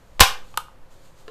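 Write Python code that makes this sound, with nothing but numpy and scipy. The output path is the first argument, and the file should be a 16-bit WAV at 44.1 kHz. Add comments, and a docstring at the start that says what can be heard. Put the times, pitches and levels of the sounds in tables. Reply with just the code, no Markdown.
"""An air rifle's pump lever slams shut, close up in a small garage.
It touches, scrapes home and hits the barrel tube: a crack, a wooden thock, a metal ring and a puff
of air that overloads the microphone. The room rings on. Then the action clicks, sleeves rustle as
the rifle is raised, and a hand knocks on the stock, all over faint room air and a deep rumble."""
import sys
import numpy as np
from scipy import signal
from scipy.fft import rfft, irfft
from scipy.io import wavfile

SR = 44100
rng = np.random.default_rng(int(sys.argv[2]) if len(sys.argv) > 2 else 0)


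def put_to_file(sound):
    """Save the sound as 16-bit audio at rate SR, in the file named by the first command-line argument."""
    columns = np.atleast_2d(sound).T  # one column per channel
    safe = np.clip(columns, -1, 1)
    whole_steps = np.round(safe * 32767)
    wavfile.write(sys.argv[1], SR, whole_steps.astype(np.int16))


N = 57330
T = np.arange(N) / SR


def from_db(db):
    """Decibels to gain."""
    return 10 ** (np.asarray(db) / 20)


def unit_rms(x):
    """Scale to rms 1."""
    return x / np.sqrt(np.mean(x ** 2) + 1e-20)


def at_hz(points, hz):
    """Read a curve on a log-frequency axis."""
    freqs, values = np.transpose(points)
    return np.interp(np.log(np.maximum(hz, 1)), np.log(freqs), values)


def tinted(x, spectrum):
    """EQ a signal and scale it to rms 1."""
    gain = from_db(at_hz(spectrum, np.fft.rfftfreq(N, 1 / SR)))
    return unit_rms(irfft(rfft(x) * gain, N))


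def noise(spectrum):
    """Steady coloured noise, rms 1."""
    return tinted(rng.standard_normal(N), spectrum)


def fader(points):
    """Gain that rides through (time [s], level [dB]) points."""
    return from_db(np.interp(T, *np.transpose(points)))


def fade(t60):
    """Exponential decay, 60 dB down after t60 seconds."""
    return from_db(-60 * T / t60)


def delayed(x, start_s):
    """Cue a sound at start_s."""
    return np.concatenate([np.zeros(int(start_s * SR)), x])[:N]


def ringing(modes):
    """A struck body's modes: decaying sines of alternating sign."""
    return sum((-1) ** k * from_db(db) * fade(t60) * np.sin(2 * np.pi * hz * T)
               for k, (hz, db, t60) in enumerate(modes))


def damped(modes, cycles):
    """Modes that all fall 60 dB in the same number of cycles, so the high ones die first."""
    return ringing([(hz, db, cycles / hz) for hz, db in modes])


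def crack(spectrum, decay_s):
    """A dying burst of micro-contacts, evened out so that it has no chance pitch."""
    envelope = fade(decay_s)
    burst = rng.standard_normal(N) * envelope
    for _ in range(6):
        flat = irfft(np.exp(1j * np.angle(rfft(burst))), N)
        burst = tinted(flat, spectrum) * np.exp(-(T / decay_s) ** 2)   # the window keeps it short
    return unit_rms(burst) * np.sqrt(np.mean(envelope ** 2))


def filtered(x, hz, kind="low", order=2):
    """Butterworth roll-off, low-pass by default."""
    return signal.sosfilt(signal.butter(order, hz, kind, fs=SR, output="sos"), x)


def strikes(hits, ring, crack_spectrum, crack_db, decay_s):
    """Each contact is a fresh crack plus the part's ring, with its own level and brightness."""
    track = np.zeros(N)
    for start_s, db, lowpass_hz in hits:
        contact = ring + from_db(crack_db) * crack(crack_spectrum, decay_s)
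        track += delayed(from_db(db) * filtered(contact, lowpass_hz), start_s)
    return track


# Room tone EQ: (frequency [Hz], level [dB])
AIR_EQ = [(40, -9.5), (75, -13), (140, -9), (240, -18), (400, -17.5), (470, -20), (520, -10), (600, -19),
          (1050, -20.5), (1900, -28), (4000, -36.5), (8000, -43.5), (13000, -44)]
# Rumble EQ: (frequency [Hz], level [dB])
RUMBLE_EQ = [(10, 13.5), (25, -3), (50, -2), (80, -14.5), (140, -16), (300, -51.5), (1000, -92.5)]
# Rumble fader: (time [s], level [dB])
RUMBLE_FADER = [(0, -49), (.2, -34), (.28, -41.5), (.5, -39.5), (.7, -41.5), (1.3, -50)]

def room_tone():
    """A bed of faint, steady air over a deep rumble that swells with the slam."""
    return from_db(-54.5) * noise(AIR_EQ) + fader(RUMBLE_FADER) * noise(RUMBLE_EQ)


# Reverb decay: (frequency [Hz], t60 [s])
REVERB_DECAY = [(150, 0.54), (400, 0.5), (900, 0.3377), (2000, 0.3247), (5000, 0.2717), (13000, 0.2364)]
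# Reverb EQ: (frequency [Hz], level [dB])
REVERB_EQ = [(100, -9.5), (300, -19), (450, -2.5), (620, -6), (900, -4), (1400, 0.5), (1900, -4),
             (2400, 1.5), (3400, 1.5), (4800, -1), (6500, 3), (9000, -3), (13000, 0)]
# Early reflections off the walls: (delay [s], level [dB])
WALL_ECHOES = [(.0095, -11), (0.0157, -17), (0.0289, -11.5)]
# Standing waves between the walls: (frequency [Hz], relative level [dB])
STANDING_WAVES = [(456, 4.5), (486, -3), (716, 4), (790, 2), (940, -2), (1016, -5), (1072, -1.5),
                  (1310, -3), (1400, -5), (1450, -4.5), (2031, -4.5), (2325, -2), (2410, 0.5), (2444, -2),
                  (3077, -0.5), (3160, 0), (3832, -1.5)]

def garage():
    """The room's impulse response: a diffuse tail dying band by band, echoes and standing waves."""
    white = rfft(rng.standard_normal(N))
    freqs = np.fft.rfftfreq(N, 1 / SR)
    edges_hz = np.geomspace(60, 20000, 22)
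    tail = np.zeros(N)
    for low, high in zip(edges_hz, edges_hz[1:]):
        centre = np.sqrt(low * high)
        band = irfft(white * (freqs >= low) * (freqs < high), N)
        tail += band * from_db(at_hz(REVERB_EQ, centre)) * fade(at_hz(REVERB_DECAY, centre))
    tail *= 1 - np.exp(-T / .0013)   # 1.3 ms build-up
    tail /= np.sqrt(np.sum(tail ** 2))
    for delay_s, db in WALL_ECHOES:
        tail[int(delay_s * SR)] += from_db(db)
    standing = ringing([(hz, db, .23) for hz, db in STANDING_WAVES])   # t60 of 0.23 s
    return tail + from_db(-53) * standing


# Cloth fader: (time [s], level [dB])
CLOTH_FADER = [(0, -67), (.16, -65), (.42, -61.5), (.48, -58), (.54, -59.5), (.78, -74), (.885, -73.5),
               (.92, -58.5), (.99, -64), (1.06, -57.5), (1.14, -67.5), (1.2, -57), (1.25, -63.5),
               (1.3, -63)]
# Cloth EQ: (frequency [Hz], level [dB])
CLOTH_EQ = [(400, 2.5), (1100, 5.5), (2000, -3.5), (3200, 2.5), (4500, 2), (5500, -3.5), (6800, 2.5),
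            (10500, -8.5), (13000, -7.5)]

def sleeves(grains_per_s=900, grain_gain=.4):
    """Cloth slides: a fine hiss, made grainy by tiny catches of the fibres."""
    catches = rng.random(N) < grains_per_s / SR
    grains = unit_rms(catches * rng.standard_normal(N))
    hiss = rng.standard_normal(N)
    return fader(CLOTH_FADER) * tinted(hiss + grain_gain * grains, CLOTH_EQ)


# Body of the stock: (frequency [Hz], relative level [dB], t60 [s])
STOCK_BODY = [(320, -8.5, .05), (445, -0.5, 0.07), (711, -11.5, 0.054), (1060, -8.5, 0.052),
              (1358, -6, 0.034), (1713, -3.5, 0.021), (2800, -3, 0.013), (4010, -10, 0.015),
              (4650, -9, 0.016)]
# Attack EQ of the knock: (frequency [Hz], level [dB])
KNOCK_EQ = [(300, 5), (1500, -10), (4500, -8), (7000, -14), (13000, -28)]

def stock_knock(start_s=1.2802):
    """A hand grips the rifle and knocks a dull, short note out of the stock."""
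    knock = ringing(STOCK_BODY) + from_db(-6.5) * crack(KNOCK_EQ, decay_s=.014)
    return delayed(from_db(-33.5) * knock, start_s)


# Click cues: (time [s], level [dB], low-pass [Hz])
ACTION_CLICKS = [(0.5414, -27.5, 2000), (0.5629, -45.5, 6020), (0.5741, -11, 17930), (0.5755, -12.5, 3970),
                 (0.5795, -16.5, 1800), (0.6834, -36.5, 1390)]
# Body of the action: (frequency [Hz], level [dB])
ACTION_BODY = [(930, -12), (1270, -8), (1560, -13), (2400, -13), (3220, -11), (3900, -15), (6700, -12),
               (8800, -10)]
# Its lingering ring: (frequency [Hz], relative level [dB], t60 [s])
ACTION_TAIL = [(857, 0, .13), (1230, -1, .12), (1560, -10, .1)]
# Attack EQ of a click: (frequency [Hz], level [dB])
CLICK_EQ = [(150, -26), (380, -6), (650, -5), (1200, 16), (1950, -8.5), (2600, 4.5), (3900, 0.5),
            (5500, -6.5), (7600, -3), (11000, -1), (13500, -4.5)]

def action_clicks():
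    """Small metal parts snap into place; they radiate no bass."""
    ring = damped(ACTION_BODY, cycles=22) + from_db(-21.5) * ringing(ACTION_TAIL)
    clicks = strikes(ACTION_CLICKS, ring, CLICK_EQ, crack_db=2.5, decay_s=.0075)
    return filtered(clicks, hz=267, kind="high")


# Bell-shaped pressure pulses: (time [s], width [s], pressure [re full scale])
AIR_PULSES = [(0.2084, 0.0049, 0.2), (.2123, 0.0025, -0.86), (0.224, .0022, -.2), (0.2346, 0.0022, 0.14),
              (0.287, 0.019, .03), (0.389, 0.1, 0.0235)]

def air_puff():
    """Air squeezed out under the lever pushes on the microphone: a low thump."""
    return sum(pressure * np.exp(-.5 * ((T - peak_s) / width_s) ** 2)
               for peak_s, width_s, pressure in AIR_PULSES)


# The lever meets the barrel tube: (time [s], level [dB], low-pass [Hz])
LEVER_CONTACTS = [(0.1954, -15, 5000), (0.2066, 8.5, 17670), (0.2094, 4, 5018), (0.2160, -11.5, 6000),
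                  (0.2220, -9, 6000)]
# Thock of the wooden forearm: (frequency [Hz], level [dB])
FOREARM_THOCK = [(520, -16), (985, -3), (1130, -7), (1400, -10), (2020, -9)]
# Ring of lever and tube: (frequency [Hz], relative level [dB], t60 [s])
LEVER_RING = [(482, -8, .06), (787, -4, .06), (960, -1, .06), (1015, 0, .06), (1450, -3, .06),
              (2320, -9, .07), (3148, -8, .09), (3484, -11, .09), (3832, -6, .11), (3980, -9, .08),
              (4117, -11, .1), (4974, -12, .09)]
# Attack EQ of the slam: (frequency [Hz], level [dB])
SLAM_EQ = [(100, -12), (250, -12.5), (550, -5), (1100, 0.5), (1800, -4), (2800, -4), (4200, -4),
           (7500, -10.5), (13000, -13)]
# Scrape EQ: (frequency [Hz], level [dB])
SCRAPE_EQ = [(300, -19), (2000, -8), (4500, -2), (8000, -2.5), (13000, -4.5)]

def lever_slam(scrape_start_s=.2034, scrape_length_s=.005):
    """The lever touches the tube, scrapes briefly, then slams home and rebounds."""
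    ring = damped(FOREARM_THOCK, cycles=12) + from_db(-19) * ringing(LEVER_RING)
    hits = strikes(LEVER_CONTACTS, ring, SLAM_EQ, crack_db=4, decay_s=.015)
    scrape = from_db(-9) * noise(SCRAPE_EQ) * (T < scrape_length_s)
    return hits + delayed(scrape, scrape_start_s)


def scene():
    """Mono mix: the rifle's parts feed the garage reverb; puff, cloth and room tone stay dry."""
    # (track, reverb send [dB])
    parts = [(lever_slam(), -12), (action_clicks(), -14.5), (stock_knock(), -6.5)]
    direct = sum(track for track, _ in parts)
    send = sum(track * from_db(send_db) for track, send_db in parts)
    reverb = signal.fftconvolve(send, garage())[:N]
    return (direct + reverb + air_puff() + sleeves() + room_tone())[None]


def record(dry):
    """The microphone rolls off the highs, the slam clips flat, and a steep filter cuts the top."""
    rolled_off = filtered(dry, hz=14200, order=14)
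    clipped = np.clip(rolled_off, -1, 1)
    high_cut = signal.ellip(8, .1, 60, 15450, fs=SR, output="sos")
    return signal.sosfilt(high_cut, clipped)


dry = scene()
out = record(dry)
put_to_file(out)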